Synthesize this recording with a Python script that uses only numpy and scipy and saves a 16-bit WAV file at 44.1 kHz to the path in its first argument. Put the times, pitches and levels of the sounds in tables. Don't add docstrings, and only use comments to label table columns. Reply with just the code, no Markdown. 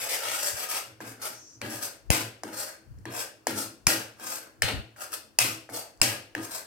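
import sys
import numpy as np
from scipy import signal
from scipy.fft import rfft, irfft
from scipy.io import wavfile
from scipy.ndimage import uniform_filter1d

SR = 44100
rng = np.random.default_rng(int(sys.argv[2]) if len(sys.argv) > 2 else 0)


def inscribe(sig):
    pcm = np.round(np.clip(np.atleast_2d(sig).T, -1, 1) * 32767)
    wavfile.write(sys.argv[1], SR, pcm.astype(np.int16))


def invert_db(level):
    return 10 ** (np.asarray(level, dtype=float) / 20)


N = 293706
TIME_S = np.arange(N) / SR

# start_s, peak_db, dull_knock_db, bright_tick_db, bowl_pitch_hz
LANDINGS = [(1.005, -28.5, -7.5, -25, 1625), (1.616, -23, -6, -18, 2800), (2.104, -14, -9, -5.5, 2460),
            (2.435, -26.5, 0, -12.5, 1550), (3.055, -25, -9.5, -22, 1790), (3.47, -13.5, -8, -15, 1670),
            (3.869, -12.5, -8.5, -3.5, 2460), (4.198, -41, -2, -9, 1530), (4.621, -9.5, -19.5, -15, 1850),
            (4.963, -35, -24, -29, 1530), (5.388, -10, -19, -5.5, 2640), (5.691, -47.5, 14.5, -11, 1490),
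            (6.001, -40.5, -5, -22, 1550), (6.016, -10.5, -13, -4, 2790),
            (6.351, -15.5, -12.5, -30.5, 1820)]
# start_s, peak_db
LIGHT_TICKS = [
    (2.987, -69),
    (5.975, -70),
]
# pitch_hz, level_db, t60_s
SPOON_MODES = [(5230, -13, 0.033), (5870, 10.5, 0.0012), (7000, -25, 0.0089), (8830, -2, 0.0095),
               (10830, -6, 0.011)]
# multiple_of_bowl_pitch, level_db_per_hz
BOWL_CLACK = [(0.099, -48.5), (.4, -22.5), (0.651, -5.5), (1.002, 8), (1.25, -3.5), (1.7, -9.5),
              (2.6, -25.5)]
# pitch_hz, level_db_per_hz
EDGE_TICK = [(1880, -4), (3200, -19), (3650, -8), (5210, -3.5), (7240, -2), (8600, -0.5), (14700, -9.5),
             (15700, -9.5), (16500, -100)]
# pitch_hz, level_db_per_hz
DULL_KNOCK = [(200, -34), (450, 1), (900, 1), (1600, -2.5), (2200, -7.5), (3500, -45)]


def knocks():
    near, sent = np.zeros(N + SR), np.zeros(N + SR)
    t = np.arange(3000) / SR
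    click = 1. * (t == 0)
    blows = [(*row, -1.5 + 0.24 * row[1]) for row in LANDINGS]
    blows += [(*row, -30, 10.5, 6500, -10) for row in LIGHT_TICKS]
    for start_s, peak_db, dull_db, tick_db, bowl_hz, send_db in blows:
        level_spread, pitch_spread = rng.standard_normal((2, len(SPOON_MODES)))
        metal = [(hz, db + 2.0 * u, t60) for (hz, db, t60), u in zip(SPOON_MODES, level_spread)]
        bowl_clack = [(multiple * bowl_hz, db) for multiple, db in BOWL_CLACK]
        blow = invert_db(tick_db - 1) * ring(metal, t, 1 + .03 * pitch_spread)
        blow += ring([(bowl_hz, -18, .025)], t, [1])
        blow += invert_db(9.5) * colour(click, bowl_clack)
        blow += invert_db(tick_db + 20) * colour(click, [(300, -63.0)] + list(EDGE_TICK))
        blow += invert_db(dull_db + 17) * colour(click, DULL_KNOCK)
        chatter = rng.standard_normal(200) * invert_db(-20 - 60 * t[:200] / 0.0063)
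        contacts = np.cumsum(rng.integers(5, 36, 5))
        chatter[contacts] = rng.choice([-1, 1], 5) * invert_db(np.array([-4, 2, -7, -9, -12]))
        at = round((start_s - .0008) * SR)
        near_gain = invert_db(peak_db - 1.5 + 0.1349 * peak_db)
        near[at:at + 3000] += near_gain * signal.oaconvolve(blow, chatter)[:3000]
        sent[at:at + 3000] += invert_db(peak_db + send_db) * blow
    return near[:N], sent[:N]


# hardest_moment_s, pressure_db, rise_s, fall_s, bite_into_bare_steel_db
PUSHES = [(0.0, -31, .05, 0.21, 3.5), (.135, -34, 0.09, .12, 2), (.29, -29.5, 0.15, 0.48, 4.5),
          (.47, -27.5, 0.16, 0.094, 0), (0.637, -30.5, 0.15, 0.039, 3.5), (.72, -37, 0.047, 0.12, 5),
          (0.773, -28, 0.076, 0.026, 3), (1.09, -40.5, 0.06, 0.073, 0.5), (1.26, -33, 0.076, 0.047, 2),
          (1.732, -35.5, .12, 0.19, 1.5), (1.831, -30, 0.026, 0.1, 0), (2.521, -58, 0.12, .15, -3),
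          (2.608, -32, 0.11, 0.15, -0.5), (3.155, -38.5, 0.087, 0.082, 2.5), (3.195, -33, 0.1, 0.1, 1.5),
          (3.592, -26.5, 0.078, 0.093, -1), (4.298, -31, 0.13, 0.17, 0.5), (5.02, -38.5, .06, 0.083, 1),
          (5.14, -31, 0.042, 0.023, 1), (5.758, -32.5, 0.06, 0.12, 0), (6.449, -34.5, 0.086, 0.021, -0.5),
          (6.543, -32.5, 0.091, 0.11, -1)]


def pressure():
    return swells(*np.transpose(PUSHES)[:4])


# pitch_hz, width_hz, level_db
PAN_WALL = [(531, 260, -11), (810, 250, -18.5), (4300, 67, -2.5), (5317, 95, -6.5), (6295, 66, -10),
            (6680, 92, -12), (8000, 180, -15.5), (9700, 130, -26.5), (12230, 110, -4)]
# start_s, pitch_hz
EDGE_PLACE = [(0, 1570), (.14, 1706), (0.248, 1300), (.5, 1620), (0.701, 1270), (1.1, 1640), (1.24, 1280),
              (1.7, 1620), (1.849, 1477), (2.6, 1540), (3.131, 1613), (3.6, 1326), (4.3, 1570),
              (5.14, 1370), (5.45, 1480), (5.72, 694), (5.88, 683), (6.051, 1597)]
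# pitch_hz, level_db_per_hz
GRIT_HISS = [(1880, -49), (3200, -5), (4420, -2), (4760, -3), (5170, -2.5), (7240, -3.5), (8480, 1),
             (9400, -3.5), (13300, -4), (15900, -10.5), (16500, -55)]
# pitch_hz, level_db_per_hz
GRIT_GRIND = [(240, -36.5), (400, -9.5), (588, -3.5), (1060, -6.5), (1260, -1.5), (1450, -4.5),
              (2200, -4.5), (2860, -13), (4840, -120)]
# pitch_hz, level_db_per_hz
RUBBED_BOWL = [(1120, -26.5), (1900, -1), (2190, -1), (2410, -2.5), (2700, -3.5), (3400, -7.5), (4420, -4),
               (7480, -120)]
# start_s, hiss_db, grind_db, bowl_db
EDGE_SKIDS = [(0.091, -27.5, -36, -28), (0.688, -29, -35, -35), (1.217, -36, -40, -49),
              (1.008, -49.5, -43.5, -48), (1.621, -49, -37.5, -38), (2.11, -25.5, -26.5, -23),
              (2.438, -48.5, -40, -46.5), (3.058, -60, -41.5, -43.5), (3.474, -36.5, -35, -33),
              (3.876, -23.5, -25.5, -22.5), (4.203, -60, -49.5, -48), (4.624, -36, -29.5, -24),
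              (4.967, -55, -59, -54), (5.395, -24, -28.5, -22.5), (5.697, -52, -46, -63),
              (6.022, -26.5, -27.5, -23), (6.355, -48, -35.5, -41)]
# fall_s of hiss, grind, bowl
SKID_FALLS = [0.19, .23, 0.17]


def scrape(push):
    slip_size = invert_db(5.1 * np.minimum(rng.exponential(1, N), 4.4))
    slips = slip_size * (rng.random(N) < 3000 / SR) * rng.choice([-1, 1], N)
    grit = evened(evened(slips) + 0.61 * rng.standard_normal(N))
    judder = invert_db(2.2 * drift(60, count=1)[0])
    grit = evened(grit * judder)
    travel = 3.5 * np.array(drift(12, count=len(PAN_WALL)))
    rings = []
    for (hz, width, db), level_db, bend in zip(PAN_WALL, travel, travel[::-1]):
        rings.append(invert_db(db + level_db) * resonate(grit, hz * (1 + 0.0068 * bend), width))

    hiss = evened(colour(grit + invert_db(6.5) * sum(rings[2:]), [(300, -83)] + list(GRIT_HISS)))
    place_hz = np.interp(TIME_S, *np.transpose(EDGE_PLACE))
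    moving = invert_db(6.0) * resonate(grit, place_hz, 170)
    grind = evened(colour(grit + invert_db(9.0) * sum(rings[:2]) + moving, GRIT_GRIND))
    bowl = evened(colour(grit, RUBBED_BOWL))

    bite_db = np.interp(TIME_S, *np.transpose(PUSHES)[[0, 4]])
    grind_db = np.minimum(-19.5 - .45 * 20 * np.log10(push), 14.5) + bite_db
    shares = [1, invert_db(grind_db), invert_db(-9.5 + 2.77 * bite_db)]
    start_s, *levels = np.transpose(EDGE_SKIDS)
    rub = np.zeros(N)
    for layer, share, db, fall_s in zip((hiss, grind, bowl), shares, levels, SKID_FALLS):
        skid = swells(start_s, db, .005, fall_s)
        rub += np.hypot(push * share, skid) * layer
    return invert_db(-4) * rub


# start_s, level_db, centre_hz
PASTE_SLIDE = [
    (1.33, -42, 6100),
    (1.556, -43.5, 6000),
    (1.6, -89, 6000),
    (1.61, -65, 5900),
]


def slide():
    start_s, level_db, centre_hz = np.transpose(PASTE_SLIDE)
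    s = np.concatenate([[start_s[0] - .012], start_s, [start_s[-1] + 0.026]])
    db = np.interp(TIME_S, s, np.concatenate([[-105.5], level_db, [-105.5]]))
    hz = np.interp(TIME_S, s, np.concatenate([[6000], centre_hz, [6000]]))
    wet = resonate(resonate(rng.standard_normal(N), hz, 1457), hz, 1400)
    return invert_db(db - 14.0) * evened(wet)


# start_s,
# grate_hum_db, pan_body_db, fall_s
PAN_SHAKES = [(0.0, -66, -68, 0.14), (.87, -53, -112, .25), (1.006, -55, -47, 0.36),
              (1.3, -63, -51.5, 0.099), (1.55, -61, -73, 0.18), (1.618, -42.5, -36, 0.28),
              (2.03, -62.5, -83, 0.13), (2.108, -38, -34.5, 0.27), (2.435, -51.5, -40.5, 0.23),
              (2.971, -52, -74, 0.18), (3.057, -47, -40, 0.2), (3.473, -43, -34, 0.34),
              (3.872, -42, -32.5, 0.24), (4.2, -85, -53, 0.42), (4.624, -41, -44.5, 0.28),
              (4.68, -44, -35.5, 0.21), (5.392, -43, -47, .2), (5.44, -43, -38.5, .22),
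              (5.694, -57, -45, 0.16), (6.02, -36.5, -35, 0.23), (6.354, -45.5, -35.5, .2)]
# pitch_hz, width_hz, level_db
GRATE_AND_BODY = [(112.6, 9.8, 0), (222.3, 16.5, -7.5), (277.8, 25, -3.5), (318.8, 13.3, -1),
                  (363, 21, -11), (392.5, 84, -9)]


def shake(push):
    start_s, hum_db, body_db, fall_s = np.transpose(PAN_SHAKES)
    hum_lag_s, body_lag_s = 0.022, .008
    hum_gain = invert_db(-72) + invert_db(-40) * push
    hum_gain += swells(start_s + hum_lag_s, hum_db, hum_lag_s, 1.12 * fall_s)
    body_gain = invert_db(-64.5) + invert_db(-31.5) * push
    body_gain += swells(start_s + body_lag_s, body_db, body_lag_s, fall_s)
    common = rng.standard_normal(N)
    ports = []
    for _ in range(2):
        noise = common + 0.21 * rng.standard_normal(N)
        modes = []
        for hz, width, db in GRATE_AND_BODY:
            mode = resonate(resonate(noise, hz, 2 * width), hz, 2 * width)
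            modes.append(invert_db(db) * evened(mode))
        hum, *body = modes
        ports.append(hum_gain * evened(hum) + body_gain * evened(sum(body)))
    return np.array(ports)


def worktop(x, echo_db, fade_db):
    out = np.array([np.roll(x, 2), x])
    for share in turns(0.8947):
        taps = np.zeros((2, 400))
        at = np.arange(8) * 40 + 30 + rng.integers(0, 40, (2, 8))
        echoes = invert_db(echo_db - at * fade_db) * rng.choice([-1, 1], at.shape)
        np.put_along_axis(taps, at, echoes, 1)
        out += signal.oaconvolve((share * x)[None], taps, axes=1)[:, :N]
    return out


# pitch_hz, t60_s
KITCHEN_DECAY = [(60, 0.22), (300, 0.65), (1100, 0.29), (2900, 0.45), (7700, 0.31), (16000, 0.24)]


def kitchen(x):
    out = np.zeros((2, N))
    for share in turns(1.4):
        taps = np.zeros((2, SR // 2))
        at = np.arange(100, SR // 2 - 20, 20)
        at = at + rng.integers(0, 20, (2, len(at)))
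        np.put_along_axis(taps, at, rng.choice([-1., 1.], at.shape), 1)
        hz, t, z = signal.stft(taps, SR, nperseg=512)
        same = np.clip(read([(100, 0.53), (300, 0.96), (900, 0.16), (5000, 0.093)], hz), 0, 1)[:, None]
        z = np.array([z[0], same * z[0] + np.sqrt(1 - same ** 2) * z[1]])
        decay = invert_db(-60 * t / read(KITCHEN_DECAY, hz)[:, None])
        tail = signal.istft(z * decay, SR, nperseg=512)[1]
        tail = tail * np.clip((np.arange(tail.shape[1]) / SR - .003) / .012, 0, 1)
        tail = tail / np.linalg.norm(tail[0])
        out += signal.fftconvolve((share * x)[None], tail, axes=1)[:, :N]
    return out


# start_s, level_db, rise_s, fall_s
HAND_BUMPS = [
    (.548, -51, .06, 0.028),
    (2.913, -41, .07, 0.042),
    (3.003, -41, 0.16, 0.08),
    (4.648, -30.5, 0.054, 0.067),
    (4.766, -32, 0.085, 0.11),
]
# start_s, peak_db, pitch_hz
MIC_JOLTS = [
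    (2.104, 1, 84.4),
    (3.873, -9.5, 115.6),
    (6.02, -15, 111),
]


def handling():
    a, b = rng.standard_normal((2, N))
    ports = np.array([a + 0.23 * b, .5 * b - 0.078 * a])
    low = evened(colour(ports, [(15, -40.0), (40, -6.0), (70, 0.0), (110, -2.0), (200, -18.5), (500, -62.5)]))
    low = low * (invert_db(-68.5) + swells(*np.transpose(HAND_BUMPS)))
    t = np.arange(4000) / SR
    lag = np.array([[0], [1.6]])
    for start_s, db, hz in MIC_JOLTS:
        swing = np.minimum(t / 0.0014, 1) * invert_db(db - 60 * t / 0.021) * np.sin(2 * np.pi * hz * t - lag)
        low[:, round(start_s * SR):][:, :4000] += swing * invert_db(np.array([[3.0], [-8.0]]))
    return low


# pitch_hz, level_db_per_hz
ROOM_AIR = [(18, -25), (30, -26.5), (139, -10.5), (1660, -14.5), (2100, -22.5), (2890, -24.5),
            (3860, -29.5), (4410, -27), (6210, -29), (14500, -32.5), (16500, -34.5)]


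def air():
    return invert_db(-64) * evened(colour(rng.standard_normal((2, N)), ROOM_AIR))


def evened(x):
    return x / np.sqrt(np.mean(x ** 2) + 1e-20)


def read(points, hz):
    f, value = np.transpose(points)
    return np.interp(np.log(hz + 1), np.log(f + 1), value)


def colour(x, points):
    db = np.maximum(read(points, abs(np.fft.fftfreq(4096, 1 / SR))), -100)
    log_gain = db * np.log(10) / 20
    taps = np.fft.ifft(np.exp(log_gain - 1j * signal.hilbert(log_gain).imag)).real[:2048]
    taps = taps / np.linalg.norm(taps)
    return signal.oaconvolve(x, taps.reshape((1,) * (x.ndim - 1) + (-1,)))[..., :x.shape[-1]]


def resonate(x, hz, width):
    turn = np.exp(2j * np.pi * np.cumsum(hz * np.ones(len(x))) / SR)
    r = np.exp(-np.pi * width / SR)
    return 2 * (turn * signal.lfilter([1 - r], [1, -r], x / turn)).real


def ring(modes, t, detune):
    return sum(invert_db(db - 60 * t / t60) * np.sin(2 * np.pi * hz * d * t)
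               for (hz, db, t60), d in zip(modes, detune))


def drift(per_s, count):
    knots = rng.standard_normal((count, int(N / SR * 60) + 2))
    knots = uniform_filter1d(knots, max(round(60 / per_s), 1), axis=1)
    return [np.interp(np.arange(N) * 60 / SR, np.arange(len(k)), evened(k)) for k in knots]


def turns(rate_hz):
    phase = TIME_S * 2 * np.pi * rate_hz
    return [np.sqrt(2 / 3) * np.cos(phase + k * np.pi / 3) for k in range(3)]


def swells(s, db, rise, fall):
    t = np.arange(0, N / SR + .004, .002)[:, None]
    away = np.where(t < s, (s - t) / np.maximum(rise, 1e-3), (t - s) / np.maximum(fall, 1e-3))
    level = invert_db(db - np.minimum(33 * away ** 1.54, 150))
    power = (level ** 2 * ((t >= s) | (away < 1))).sum(1)
    return np.interp(TIME_S, t[:, 0], np.sqrt(power + 1e-12))


def scene():
    near, sent = knocks()
    push = pressure()
    rub = scrape(push) + slide()
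    blows = worktop(invert_db(3) * near, echo_db=-4, fade_db=.07)
    close = worktop(invert_db(-2.5) * rub, echo_db=0.0, fade_db=0.0358)
    wet = kitchen(invert_db(2.5) * sent + invert_db(-2.5) * rub)
    low = shake(push) + handling() + air()
    return blows + close + wet + low


def band_limit(x):
    return signal.sosfilt(signal.butter(12, 16860, fs=SR, output="sos"), x)


# pitch_hz, left_minus_right_db
PORT_LEAN = [(60, -4), (180, 3.5), (550, 0.5), (1650, 2.5), (4970, 3.5), (15000, 3.5)]


def record(dry):
    hz = np.fft.rfftfreq(N, 1 / SR)
    lean = read(PORT_LEAN, hz) / 2
    edges = read([(10, -31.5), (28, -16.5), (50, 0.0), (70, -1.5), (3200, -2.5), (3750, -5.5), (4300, 0.5),
                  (16500, 0), (16900, -48.5), (18000, -68)], hz)
    x = irfft(rfft(dry) * invert_db(np.array([lean, -lean]) + edges), N)
    mix = .89 * np.tanh(x / .89)
    return band_limit(mix)


dry = scene()
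out = record(dry)
inscribe(out)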